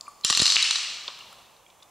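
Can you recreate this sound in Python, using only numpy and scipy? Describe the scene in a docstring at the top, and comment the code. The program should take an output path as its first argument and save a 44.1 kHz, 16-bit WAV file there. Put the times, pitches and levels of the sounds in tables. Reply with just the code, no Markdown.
"""On wet ground between hard walls, close to an open shell, a handful of pearls is tipped in.
Each pearl is a crack, decaying sines for the shell's modes and a noisy rattle; tiny sines jostle among them.
A low thump lies under some clicks. Damped tones mixed with noise make wet ticks and a drip before and after,
over a trickle of filtered noise. The walls answer with a bright tail of about a second, made of noise
whose frequencies die at their own speeds. The camera's limiter ducks just ahead of the loudest clicks."""
import sys
import numpy as np
from scipy import signal
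from scipy.fft import rfft, irfft, next_fast_len
from scipy.io import wavfile
from scipy.ndimage import uniform_filter1d, minimum_filter1d, map_coordinates

SR = 44100
rng = np.random.default_rng(int(sys.argv[2]) if len(sys.argv) > 2 else 0)


def generate_wav(sig):
    """Save sig (samples, or channels by samples) to the path in sys.argv[1] as 16-bit PCM at SR."""
    pcm = np.round(np.clip(np.atleast_2d(sig).T, -1, 1) * 32767).astype(np.int16)
    wavfile.write(sys.argv[1], SR, pcm)


N = 83790  # samples, 1.9 s


def amp(db):
    """Decibels to an amplitude factor."""
    return 10 ** (np.asarray(db) / 20)


def unit(x):
    """Scale to an rms of 1."""
    return x / np.sqrt(np.mean(x ** 2) + 1e-20)


def along(points, hz):
    """Read (pitch, value) points on a log frequency axis."""
    f, v = np.transpose(points)
    return np.interp(np.log(hz + 1), np.log(f + 1), v)


def over_time(points):
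    """Read (time, dB) points at every sample, as an amplitude."""
    return amp(np.interp(np.arange(N) / SR, *np.transpose(points)))


def filtered(x, response):
    """Multiply the spectrum of x by a response of frequency."""
    n = x.shape[-1]
    m = next_fast_len(n + 8192)
    return irfft(rfft(x, m) * response(np.fft.rfftfreq(m, 1 / SR)), m)[..., :n]


def band(x, kind, hz):
    """A causal third-order roll-off, "low" or "high" pass."""
    sos = signal.butter(3, min(hz, SR / 2.1), kind, fs=SR, output="sos")
    return signal.sosfilt(sos, x)


def coloured(points, count):
    """Noise of rms 1 with a (Hz, dB) spectrum."""
    return unit(filtered(rng.standard_normal(count), lambda hz: amp(along(points, hz))))


def wobble(rate):
    """A smooth random curve, rate knots a second."""
    return map_coordinates(rng.standard_normal(int(N * rate / SR) + 4), [np.arange(N) * rate / SR])


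def add(track, s, sound):
    """Mix a sound in at time s."""
    part = track[round(s * SR):][:len(sound)]
    part += sound[:len(part)]


# Spectrum of the trickling water: pitch_hz, relative_level_db (per Hz)
WATER_SPECTRUM = [(15, -30), (25, -7), (175, -4), (270, -7.5), (531, -1.5), (962, 1.5), (1160, -0.5),
                  (1480, -10.5), (3080, -10.5), (4610, -17.5), (6210, -11.5), (16000, -21.5)]
# How strongly the water flows: time_s, level_db
WATER_FLOW = [(0, -65.5), (.22, -61.5), (1.1, -61.5), (1.45, -62.5), (1.65, -65), (1.9, -63.5)]
# How strongly the restless band sounds: time_s, level_db
GURGLE_FLOW = [(0, -71.5), (.09, -59.5), (.22, -107), (1.2, -77.5), (1.6, -87.5), (1.9, -85)]
# Stereo width of the water: pitch_hz, side_gain_db
WATER_WIDTH = [(60, -7.5), (500, -7), (1300, -11), (1900, -15), (4300, -28), (5500, -6), (15000, -7.5)]
GURGLE_HZ, GURGLE_WIDTH_HZ = 1130, 200  # centre and half-width


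def trickle():
    """Water as faint patchy noise plus a narrow noise band that flickers quickly; mid and side."""
    patchy = coloured(WATER_SPECTRUM, N) * amp(wobble(6.7))
    bed = np.array([patchy, coloured(WATER_SPECTRUM, N)])
    gurgle_band = lambda f: 1 / (1 + ((f - GURGLE_HZ) / GURGLE_WIDTH_HZ) ** 4)
    gurgle = unit(filtered(rng.standard_normal((2, N)), gurgle_band))
    gurgle = gurgle * amp(2.5 * wobble(40))
    mid, side = over_time(WATER_FLOW) * bed + over_time(GURGLE_FLOW) * gurgle
    return mid, filtered(side, lambda hz: amp(along(WATER_WIDTH, hz)))


# Small wet ticks and drips, not in time order:
# start_s, level_db (before the attack and preamp), pitch_hz, t60_s, noisy_share (0-1)
WET_TICKS = [(.0095, -21.5, 5090, 0.0096, 0.69), (.068, -47.5, 2380, 0.042, 0.36),
             (.0795, -33, 1158, 0.041, 0.04), (.0835, -45, 9160, 0.019, 0.02),
             (.211, -36, 4900, 0.0067, 0.84), (.236, -32.5, 4110, .05, .4), (.242, -27, 3220, 0.018, .4),
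             (1.0782, -20.5, 3634, 0.032, 0.59), (1.081, -40.5, 596, 0.045, 0.8),
             (1.081, -37, 970, 0.086, 0.78), (1.189, -37.5, 6095, 0.014, 0.77),
             (1.207, -40.5, 2836, 0.048, .25), (1.222, -40.5, 1110, 0.019, 0.3),
             (1.328, -42.5, 1310, 0.026, 0.33), (1.328, -41, 9300, .012, .95),
             (1.403, -49, 770, 0.014, 0.45), (1.565, -46, 3640, .015, 0.55),
             (1.663, -51.5, 2340, 0.027, 0.3), (1.664, -50, 3270, 0.023, .1), (1.684, -52, 7320, 0.012, .3),
             (1.701, -44.5, 3300, 0.024, 0.73), (1.824, -43, 3530, 0.041, 0.56),
             (1.829, -44.5, 4860, 0.018, 0.9), (1.830, -49, 907, 0.017, .8), (1.190, -40, 1500, .01, .9),
             (1.029, -47, 3290, 0.019, 0.6), (1.041, -43, 1185, 0.029, 0.3),
             (1.272, -51, 1022, 0.032, 0.37), (1.459, -46.5, 3496, 0.02, 0.6),
             (1.594, -51, 1100, 0.012, 0.64), (1.802, -50, 3340, .015, .4)]
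TICK_ATTACK_S, TICK_OCTAVES = 0.00069, 1.04  # noisier ticks are wider


def ticks():
    """Each tick or drip is a damped tone mixed with noise around the same pitch."""
    out, t = np.zeros(N), np.arange(SR // 12) / SR
    for s, db, hz, t60, noisy in WET_TICKS:
        share = np.clip(noisy, 0, 1)
        octaves = TICK_OCTAVES * max(share, .2)
        around = lambda f: np.exp(-(np.log2((f + 1) / hz) / octaves) ** 2)
        hiss = unit(filtered(rng.standard_normal(len(t)), around))
        body = (1 - share) * np.sin(2 * np.pi * hz * t) + share * hiss / 2
        envelope = amp(db - 60 * t / t60) * (1 - np.exp(-t / TICK_ATTACK_S))
        add(out, s, envelope * body)
    return out


# How long the walls ring: pitch_hz, t60_s
WALL_DECAY = [(300, 0.2), (1000, 1.69), (2500, 1.36), (4500, 1.193), (8000, 0.94), (13000, 0.33)]
# Tone of the wall tail at its start: pitch_hz, relative_level_db
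WALL_TONE = [(200, -38), (600, -0.5), (1200, 6.5), (4000, 6.5), (8000, 11), (15000, -2)]
WALLS_DB, WALL_DELAY_S, WALL_RISE_S = -11.5, .006, 0.004


def walls(x):
    """Hard walls as convolution with noise, each frequency dying at its own speed; mid and side."""
    hz, t, z = signal.stft(rng.standard_normal((2, 2 * SR)), SR, nperseg=256)
    decay_db = along(WALL_TONE, hz)[:, None] - 60 * t / along(WALL_DECAY, hz)[:, None]
    shape = amp(decay_db) * (1 - np.exp(-t / WALL_RISE_S))
    tail = signal.istft(z * shape, SR, nperseg=256)[1]
    tail = tail / np.linalg.norm(tail[0])
    late = np.pad(x, (round(WALL_DELAY_S * SR), 0))[None]
    return amp(WALLS_DB) * signal.fftconvolve(late, tail, axes=1)[:, :N]


# Pearls landing, levels before filters and preamp:
# start_s, level_db, struck_mode_hz, thump_db, crack_db, low_mode_lift_db
LANDINGS = [(0.2477, -2, 7030, -25, 1, 9), (0.3001, -7, 4310, -74, -38, 20),
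            (0.3064, -14.5, 4240, -29, -11, 19), (0.3263, -11, 2720, -63, -21.5, 10),
            (0.35, -11, 4260, -58, -13, -34), (.3739, -7, 2810, -33, -8.5, 3),
            (0.395, -12.5, 4210, -66, -34, -8), (0.4001, -6, 4150, -21.5, -23, 7),
            (0.4169, -16, 4180, -62, -12.5, 16), (0.4202, -7, 4200, -15, -9.5, 10),
            (0.43, -13, 4060, -50, -12, 9), (.4561, -4, 4800, -42, -18, -6),
            (0.4646, -9.5, 4340, -54, -17, -15), (0.4785, -10, 4250, -45, -38, -10),
            (.5012, -7.5, 3880, -60, -23, -5), (0.512, -20, 4100, -66, -25, 2),
            (.5217, -10.5, 4255, -71, -27.5, -21), (0.5584, -8.5, 3970, -65, -32, -17),
            (0.575, -25, 4347, -62.5, -31, -7), (0.6259, -7, 3870, -52, -5, -14),
            (0.653, -38.5, 3630, -74, -29, -9), (0.7091, -9.5, 4030, -44.5, -15, -4),
            (0.7572, -17, 3890, -65, -45, 14), (.786, -24, 4430, -77, -37, 21),
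            (0.8313, -24.5, 4310, -65, -30, -9)]
# Modes of the shell: pitch_hz, relative_level_db, t60_s
SHELL_MODES = [(1192, -13, 0.045), (1915, -3.5, 0.018), (2822, 6.5, 0.041), (3097, 3, 0.075),
               (3360, -37, 0.025), (3882, 12.5, 0.022), (4274, 13, 0.018), (4895, 5, 0.025),
               (4780, -20, 0.033), (6050, 4, 0.075), (6380, -27, .02), (7270, 15.5, 0.012),
               (8000, -31, .015), (10780, 4, .012)]
# Spectrum of the rattle: pitch_hz, relative_level_db
RATTLE_SPECTRUM = [(400, -68), (800, -27), (1200, -0.5), (1600, -17.5), (2300, -10), (2800, -3), (4300, 7),
                   (7400, -4), (10000, -13), (15500, -33.5)]
# Modes near the struck one are lifted; every mode level scatters; modes below LOW_MODES_HZ share one lift
FAVOUR_DB, FAVOUR_OCTAVES, SCATTER_DB, LOW_MODES_HZ = 12, .08, 4, 2200
DETUNE = .005  # share of pitch; random detuning of each mode at every hit
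CRACK_S, CRACK_LOW_HZ = 0.0029, 2500  # t60, high-pass
RATTLE_S, RATTLE_DB, RATTLE_SEND_DB = 0.019, -11, 8.5  # t60, level by the ring, extra send to the walls
THUMP_S, THUMP_LOW_HZ = 0.00042, 85  # time to peak, high-pass
CLICK_LOW_HZ, CLICK_HIGH_HZ, AIR_HZ = 847, 9730, 11150  # one high-pass, two low-passes


def pearls():
    """Each impact cracks, rings the shell's modes and rattles; clicks, rattles for the walls, low thumps."""
    clicks, thumps, sent = np.zeros((3, N))
    t = np.arange(SR // 10) / SR
    hz, level, t60 = np.transpose(SHELL_MODES)
    for s, db, struck, thump_db, crack_db, low_db in LANDINGS:
        lift = FAVOUR_DB * np.exp(-(np.log2(hz / struck) / FAVOUR_OCTAVES) ** 2)
        lift += SCATTER_DB * rng.standard_normal(len(hz))
        lift += low_db * (hz < LOW_MODES_HZ)
        pitch = hz * (1 + DETUNE * rng.standard_normal(len(hz)))
        decay = amp((level + lift)[:, None] - 60 * t / t60[:, None])
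        ring = (decay * np.sin(2 * np.pi * pitch[:, None] * t)).sum(0)
        ring = ring / np.abs(ring).max()
        rattle = amp(RATTLE_DB - 60 * t / RATTLE_S) * coloured(RATTLE_SPECTRUM, len(t))
        crack_noise = band(rng.standard_normal(len(t)), "high", CRACK_LOW_HZ)
        crack = amp(crack_db - 60 * t / CRACK_S) * crack_noise
        add(clicks, s, amp(db) * (ring + rattle) + crack)
        add(sent, s, amp(db + RATTLE_SEND_DB) * rattle)
        add(thumps, s, amp(thump_db) * np.e * t / THUMP_S * np.exp(-t / THUMP_S))
    clicks = band(clicks, "high", CLICK_LOW_HZ)
    clicks = band(band(clicks, "low", CLICK_HIGH_HZ), "low", AIR_HZ)
    thumps = filtered(thumps, lambda f: (1j * f / (THUMP_LOW_HZ + 1j * f)) ** 2)
    return clicks, sent, thumps


# Base level of pearls clicking together: time_s, level_db (before random lift and preamp)
JOSTLE_LEVEL = [(.26, -36), (.4, -24), (.6, -24), (.8, -30), (.95, -42)]
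JOSTLES, JOSTLE_HZ, JOSTLE_OCTAVES = 110, 4400, .3  # count, middle pitch, pitch spread
JOSTLE_CYCLES, JOSTLE_SPREAD_DB, JOSTLE_ATTACK_S = 9, 4.5, .0002  # cycles to fall 60 dB, mean lift, attack


def jostle(count):
    """Pearls rolling against each other: tiny damped sines at random times, sizes and pitches."""
    out, t = np.zeros(N), np.arange(SR // 100) / SR
    s, db = np.transpose(JOSTLE_LEVEL)
    times = rng.uniform(s[0], s[-1], count)
    sizes = rng.exponential(size=count)
    pitches = rng.standard_normal(count)
    for when, size, pitch in zip(times, sizes, pitches):
        hz = min(JOSTLE_HZ * 2 ** (JOSTLE_OCTAVES * pitch), SR / 4)
        level = np.interp(when, s, db) + JOSTLE_SPREAD_DB * size
        envelope = amp(level - 60 * t * hz / JOSTLE_CYCLES) * (1 - np.exp(-t / JOSTLE_ATTACK_S))
        add(out, when, envelope * np.sin(2 * np.pi * hz * t))
    return out


# Stereo width of the clicks, ticks and wall tail: pitch_hz, side_gain_db
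SHELL_WIDTH = [(60, -9.5), (400, -7), (1200, -20), (2200, -38.5), (3500, -24.5), (5500, -10.5),
               (8000, -7.5), (14000, -10.5)]
TICK_SEND_DB, RING_SEND_DB = 0, -3  # what reaches the walls
LEFT_DB, RIGHT_DB = 0.27, 0.66  # the shell leans left, the trickle right


def scene():
    """Pearls, jostling, ticks and their wall tail lean left; the trickle leans right."""
    clicks, rattles, thumps = pearls()
    clicks = clicks + jostle(count=JOSTLES)
    small = ticks()
    near = clicks + small
    wet = walls(amp(RING_SEND_DB) * clicks + rattles + amp(TICK_SEND_DB) * small)
    water_mid, water_side = trickle()
    mid = near + thumps + wet[0]
    near_side = .7 * np.pad(near, (9, 0))[:N]  # nine samples late
    side = filtered(wet[1] + near_side, lambda hz: amp(along(SHELL_WIDTH, hz)))
    shell = np.array([mid + side, mid - side]) * amp([[LEFT_DB], [-LEFT_DB]])
    water = np.array([water_mid + water_side, water_mid - water_side])
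    return shell + water * amp([[-RIGHT_DB], [RIGHT_DB]])


PREAMP_DB, THRESHOLD_DB, AHEAD_S, RELEASE_S = 6, -6.5, 0.0016, 0.014
FIRMNESS = .8  # share of the overshoot (in dB) that the limiter takes away
TOP_HZ = 15750


def record(dry):
    """The camera's preamp, a look-ahead limiter shared by both channels, then the band limit."""
    ahead, release = max(round(AHEAD_S * SR), 1), max(round(RELEASE_S * SR), 1)
    dry = dry * amp(PREAMP_DB)
    peak = np.abs(dry).max(0) + 1e-9
    need = np.minimum(1, amp(THRESHOLD_DB) / peak) ** FIRMNESS
    held = minimum_filter1d(need, 2 * ahead + 1)
    fall = np.exp(-1 / release)
    slow = 1 - signal.lfilter([1 - fall], [1, -fall], 1 - held)
    gain = uniform_filter1d(np.minimum(held, slow), ahead)
    return filtered(dry * gain, lambda hz: hz < TOP_HZ)


dry = scene()
out = record(dry)
generate_wav(out)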